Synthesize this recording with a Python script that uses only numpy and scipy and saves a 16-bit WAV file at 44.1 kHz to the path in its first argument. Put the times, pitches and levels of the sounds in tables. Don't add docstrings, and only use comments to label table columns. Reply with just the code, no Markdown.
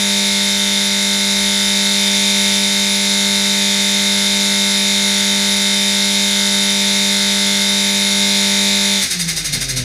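import sys
import numpy as np
from scipy import signal
from scipy.fft import rfft, irfft, next_fast_len
from scipy.io import wavfile
from scipy.ndimage import uniform_filter1d

SR = 44100
rng = np.random.default_rng(int(sys.argv[2]) if len(sys.argv) > 2 else 0)


def wrap_up_sound(samples):
    columns = np.atleast_2d(samples).T
    tamed = np.clip(columns, -1, 1)
    steps = np.round(tamed * 32767).astype(np.int16)
    wavfile.write(sys.argv[1], SR, steps)


N = 433923
TIME_S = np.arange(N) / SR
HELD_CYCLE_HZ = 49.865
SHUT_S, CLOSING_S = 8.955, 0.18

# frequency in Hz, relative density in dB.
RUMBLE_SPECTRUM = [(20, -29), (46, -4), (100, -5), (170, -0.5), (210, -2), (320, -20), (420, -18),
                   (700, -14), (1500, -32)]


def exhaust(cycles, waver_db=0.32, lowest_db=-2, lowest_waver_db=4):
    # multiple of the cycle rate, level in dB.
    lines = [(1, -53.5), (2, -48.2), (3, -49.0), (4, -23.3), (5, -51.2), (6, -45.3), (7, -58.0), (8, -36.2),
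             (9, -49.8), (10, -44.7), (11, -59.6), (12, -35.1), (13, -52.1), (14, -45.6), (15, -54.8),
             (16, -47.3), (17, -56.4), (18, -36.3), (19, -48.8), (20, -46.3), (21, -62.4), (22, -58.3),
             (23, -47.3), (24, -50.9)]
    drone = 0
    for order, db in lines:
        phase = np.pi if order in (4, 8, 12) else 2 * np.pi * rng.random()
        if order == 1:
            db = db + lowest_db + lowest_waver_db * drift(3)
        drone = drone + from_db(db) * np.cos(2 * np.pi * order * cycles + phase)
    return np.sqrt(2) * drone * from_db(waver_db * drift(4.7))


def clatter(cycles, gain_db=0.22, shifting_db=-12.5, shift_hz=4, jitter_s=8e-6):
    # frequency in Hz, level in dB.
    envelope = [(1200, -59), (1350, -41.5), (1450, -55), (1600, -46.5), (1800, -42), (2200, -50.5),
                (2800, -45.5), (3250, -41.5), (3700, -39), (4400, -48), (5300, -49), (6200, -53.5),
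                (6900, -43.5), (7450, -43.5), (7800, -80), (9000, -60)]
    # multiple of the cycle rate, level in dB.
    ringing = [(30, -39.4), (38, -38.9), (41, -35.3), (42, -35.0), (43, -31.2), (46, -36.2), (47, -35.9),
               (50, -37.0), (53, -39.3), (62, -36.9), (70, -34.0), (71, -31.9), (73, -24.6), (74, -30.5),
               (75, -27.6), (76, -30.1), (78, -34.0), (80, -30.0), (85, -34.0), (86, -35.8), (98, -35.5),
               (99, -35.1), (103, -33.5), (114, -37.2), (115, -35.9), (117, -38.6), (118, -37.4),
               (131, -35.1), (139, -38.5), (148, -39.6)]
    orders = np.arange(25, 181)
    line_db = spectrum_db(envelope, orders * HELD_CYCLE_HZ) + rng.uniform(-4, 4, len(orders))
    for order, db in ringing:
        line_db[orders == order] = db
    cycles = cycles + jitter_s * HELD_CYCLE_HZ * drift(15)
    out = 0
    for band in np.split(np.arange(len(orders)), [32, 64]):
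        gains = from_db(line_db[band])
        knock = knock_pattern(cycles, orders[band], gains, decay=1.32, passes=3)
        for _ in range(3):
            blend = from_db(shifting_db) * drift(shift_hz)
            knock += blend * knock_pattern(cycles, orders[band], gains, decay=3.3, passes=1)
        running_power = uniform_filter1d(knock ** 2, SR // 10)
        out = out + knock * np.sqrt(np.sum(gains ** 2) / running_power)
    return from_db(gain_db) * out


def knock_pattern(cycles, orders, gains, decay, passes, size=4096):
    grid = np.arange(size) / size
    pattern = np.exp(2j * np.pi * rng.random(size))
    for _ in range(passes):
        pulsed = np.fft.fft(pattern / abs(pattern) * firing_gate(grid, decay))[orders]
        lines = np.zeros(size, complex)
        lines[orders] = gains * pulsed / abs(pulsed)
        pattern = np.fft.ifft(lines) * size
    return np.interp(cycles % 1, grid, np.sqrt(2) * pattern.real)


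def rattle(cycles, cycle_hz, unloaded_db=-9, speed_power=2.6):
    # frequency in Hz, density in dB.
    spectrum = [(20, -90), (50, -104), (170, -72), (300, -82), (600, -78.5), (1100, -77), (1500, -77.5),
                (2000, -62), (2450, -81), (3200, -66), (4100, -57.5), (5200, -62), (7200, -65.5),
                (9000, -79)]
    # centre in Hz, width in Hz, lift in dB.
    modes = [(2295, 72, 13), (3690, 70, 11)]
    drive = from_db(unloaded_db * closure()) * (cycle_hz / HELD_CYCLE_HZ) ** speed_power
    return drive * noise(spectrum, modes) * firing_gate(cycles, decay=0.17)


def hiss(cycles, cycle_hz, gain_db=-1.2, shut_db=-4.5, speed_power=2.5, flutter_db=0.3, flutter_hz=12.2):
    # frequency in Hz, density in dB.
    spectrum = [(300, -75.5), (1100, -80), (1700, -68), (2400, -69.5), (3100, -67), (3600, -62),
                (6500, -59.5), (7700, -64), (8400, -61), (9100, -65.5), (10700, -62.5), (11800, -74),
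                (12500, -69), (14000, -84.5)]
    # centre in Hz, width in Hz, lift in dB.
    modes = [(2150, 63, 15.4), (3550, 260, 5.9), (4060, 56, 2), (4870, 49, 7.8), (5520, 83, 3.1),
             (7020, 67, 1), (11100, 320, 1.33)]
    flutter = np.sin(2 * np.pi * flutter_hz * TIME_S + 1.1 * drift(0.74))
    flow_db = gain_db + shut_db * closure() + flutter_db * flutter
    flow = (cycle_hz / HELD_CYCLE_HZ) ** speed_power * from_db(flow_db)
    return noise(spectrum, modes) * firing_gate(cycles, decay=0.17) * flow


def whine(cycle_hz, blades_per_cycle=200.36, level_db=-32.5, flicker_db=2, stall_db_per_s=240):
    wander_hz = 7 * drift(15.7)
    phase = 2 * np.pi * np.cumsum(blades_per_cycle * cycle_hz + wander_hz) / SR
    db = level_db - stall_db_per_s * since_shut_s(lead_s=0.008) + flicker_db * drift(22)
    return np.sqrt(2) * np.sin(phase) * from_db(db)


def surge(gain_db=0.5, rise_s=0.014, hold_s=0.027, low_t60_s=0.44, high_t60_s=0.16, split_hz=6000):
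    # start in seconds, relative level in dB.
    chuffs = [(9.01, 2.5), (9.099, 2), (9.187, 0.5), (9.273, 1), (9.357, .5), (9.438, 0), (9.52, 1.5),
              (9.601, 0), (9.68, -1), (9.756, 0.5)]
    # frequency in Hz, density in dB.
    spectrum = [(300, -69.5), (1100, -75), (1600, -62.5), (2500, -61), (3100, -66.5), (3600, -61),
                (6500, -58), (7600, -65), (8300, -60), (9200, -67), (10700, -62.5), (11800, -72),
                (12500, -71), (15000, -74)]
    # centre in Hz, width in Hz, lift in dB.
    modes = [(2100, 130, 8), (3720, 150, 11), (4270, 80, 10), (4900, 110, 11), (5830, 90, 8),
             (6450, 100, 7), (8680, 150, 12), (10850, 400, 7.5)]
    air = noise(spectrum, modes)
    low = signal.sosfiltfilt(signal.butter(2, split_hz, fs=SR, output="sos"), air)
    out = 0
    for band, t60_s in ((low, low_t60_s), (air - low, high_t60_s)):
        power = np.zeros(N)
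        for start_s, db in chuffs:
            age_s = TIME_S - start_s
            fall_db = 60 * np.maximum(age_s - hold_s, 0) / t60_s
            power += (np.clip(age_s / rise_s, 0, 1) * from_db(db - fall_db)) ** 2
        out = out + band * np.sqrt(power)
    return from_db(gain_db) * out


def overrun(cycles, cycle_hz, first_db=-46, last_db=-27, waver_db=2.5, stumble_s=0.00021):
    # relative level in dB at held speed, at final speed.
    partials = [(1.5, -1.5), (-4, -20), (-16, -28), (-28, -23), (-14, -23)]
    # centre in Hz, width in Hz, lift in dB (negative: a null).
    standing_waves = [(125, 8, 2), (154, 7, -9), (171, 16, 11.5), (250, 20, 14.5), (397, 38, 15),
                      (505, 30, 8.5)]
    firing_hz = 4 * cycle_hz
    firings = 4 * cycles + firing_hz * stumble_s * drift(9)
    slowed = (HELD_CYCLE_HZ - cycle_hz) / (HELD_CYCLE_HZ - cycle_hz[-1])
    drone_db = first_db + (last_db - first_db) * slowed
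    drone = 0
    for k, (held_db, final_db) in enumerate(partials, 1):
        db = drone_db + held_db + (final_db - held_db) * slowed
        db += resonance_db(standing_waves, k * firing_hz) + waver_db * drift(14)
        drone = drone + from_db(db) * np.sin(2 * np.pi * k * firings)
    return np.sqrt(2) * drone * closure()


def afterfire(half_width_s=0.038):
    # peak time in seconds, level in dB.
    puffs = [(9.06, -33), (9.565, -27.5)]
    # centre in Hz, width in Hz, lift in dB.
    modes = [(76, 18, 9), (125, 25, 11), (250, 35, 15), (380, 40, 8)]
    envelope = sum(from_db(db) * np.exp(-((TIME_S - peak_s) / half_width_s) ** 2) for peak_s, db in puffs)
    flame = noise(RUMBLE_SPECTRUM, modes)
    return envelope * flame / flame.std()


def boom(mode_hz=46, loaded_db=-66, shut_db=-32, build_s=0.27):
    db = shut_db + (loaded_db - shut_db) * np.exp(-since_shut_s() / build_s)
    phase = 2 * np.pi * mode_hz * TIME_S + 1.6 * drift(3.3)
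    return np.sqrt(2) * np.sin(phase) * from_db(db + drift(4))


def burble(loaded_db=-70, shut_db=-38):
    # centre in Hz, width in Hz, lift in dB.
    modes = [(76, 12, 9), (171.3, 16, 13.3), (250, 16, 11), (395, 39, 18), (508, 25, 6), (585, 22, 7)]
    rumble = noise(RUMBLE_SPECTRUM, modes)
    return from_db(loaded_db + (shut_db - loaded_db) * closure()) * rumble / rumble.std()


def cycle_rate_hz(overshoot_hz=0.33, settle_s=0.25, hunt_hz=0.022, coast_per_s=0.555):
    held_hz = HELD_CYCLE_HZ + overshoot_hz * np.exp(-TIME_S / settle_s) + hunt_hz * drift(3)
    return held_hz * np.exp(-coast_per_s * since_shut_s())


def firing_gate(cycles, decay):
    gate = np.exp(-decay * (4 * cycles % 1))
    return gate / np.sqrt(np.mean(gate ** 2))


def since_shut_s(lead_s=0):
    return np.maximum(TIME_S - SHUT_S + lead_s, 0)


def closure():
    return np.minimum(since_shut_s() / CLOSING_S, 1) ** 2


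def noise(spectrum, modes):
    size = next_fast_len(N)
    hz = np.maximum(np.arange(size // 2 + 1) * SR / size, 1)
    gain = from_db(spectrum_db(spectrum, hz) + resonance_db(modes, hz))
    return irfft(rfft(rng.standard_normal(size)) * gain)[:N] * np.sqrt(SR / 2)


def spectrum_db(points, hz):
    point_hz, db = np.transpose(points)
    return np.interp(np.log(hz), np.log(point_hz), db)


def resonance_db(modes, hz):
    return sum(db / (1 + (2 * (hz - centre_hz) / width_hz) ** 2) for centre_hz, width_hz, db in modes)


def drift(rate_hz):
    hop, warmup = 100, 2000
    pole = np.exp(-2 * np.pi * rate_hz * hop / SR)
    white = rng.standard_normal(N // hop + warmup + 2)
    slow = signal.lfilter([1], [1, -2 * pole, pole * pole], white)[warmup:]
    return np.interp(np.arange(N) / hop, np.arange(len(slow)), slow / slow.std())


def from_db(db):
    return 10 ** (np.asarray(db) / 20)


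def scene(engine_follow=0.7, air_follow=0.6, unloaded_db=-42):
    # time in seconds, relative level in dB.
    effort = [(0.0, -16.5), (1.04, -17), (2.5, -15), (2.7, -16.5), (3.54, -16), (8.11, -16), (8.18, -15),
              (8.9, -15.5)]
    effort_db = np.interp(TIME_S, *np.transpose(effort))
    effort_db -= effort_db.mean()
    cycle_hz = cycle_rate_hz()
    cycles = np.cumsum(cycle_hz) / SR
    note = from_db(unloaded_db * closure()) * (exhaust(cycles) + clatter(cycles))
    engine = from_db(engine_follow * effort_db) * (note + rattle(cycles, cycle_hz))
    pipe = overrun(cycles, cycle_hz) + burble() + afterfire() + boom()
    supercharger = from_db(air_follow * effort_db) * hiss(cycles, cycle_hz) + surge() + whine(cycle_hz)
    mono = engine + pipe + supercharger
    return np.array([mono, mono])


def record(dry):
    cutoff_hz = 15350
    return signal.sosfilt(signal.ellip(12, 0.1, 90, cutoff_hz, fs=SR, output="sos"), dry)


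dry = scene()
out = record(dry)
wrap_up_sound(out)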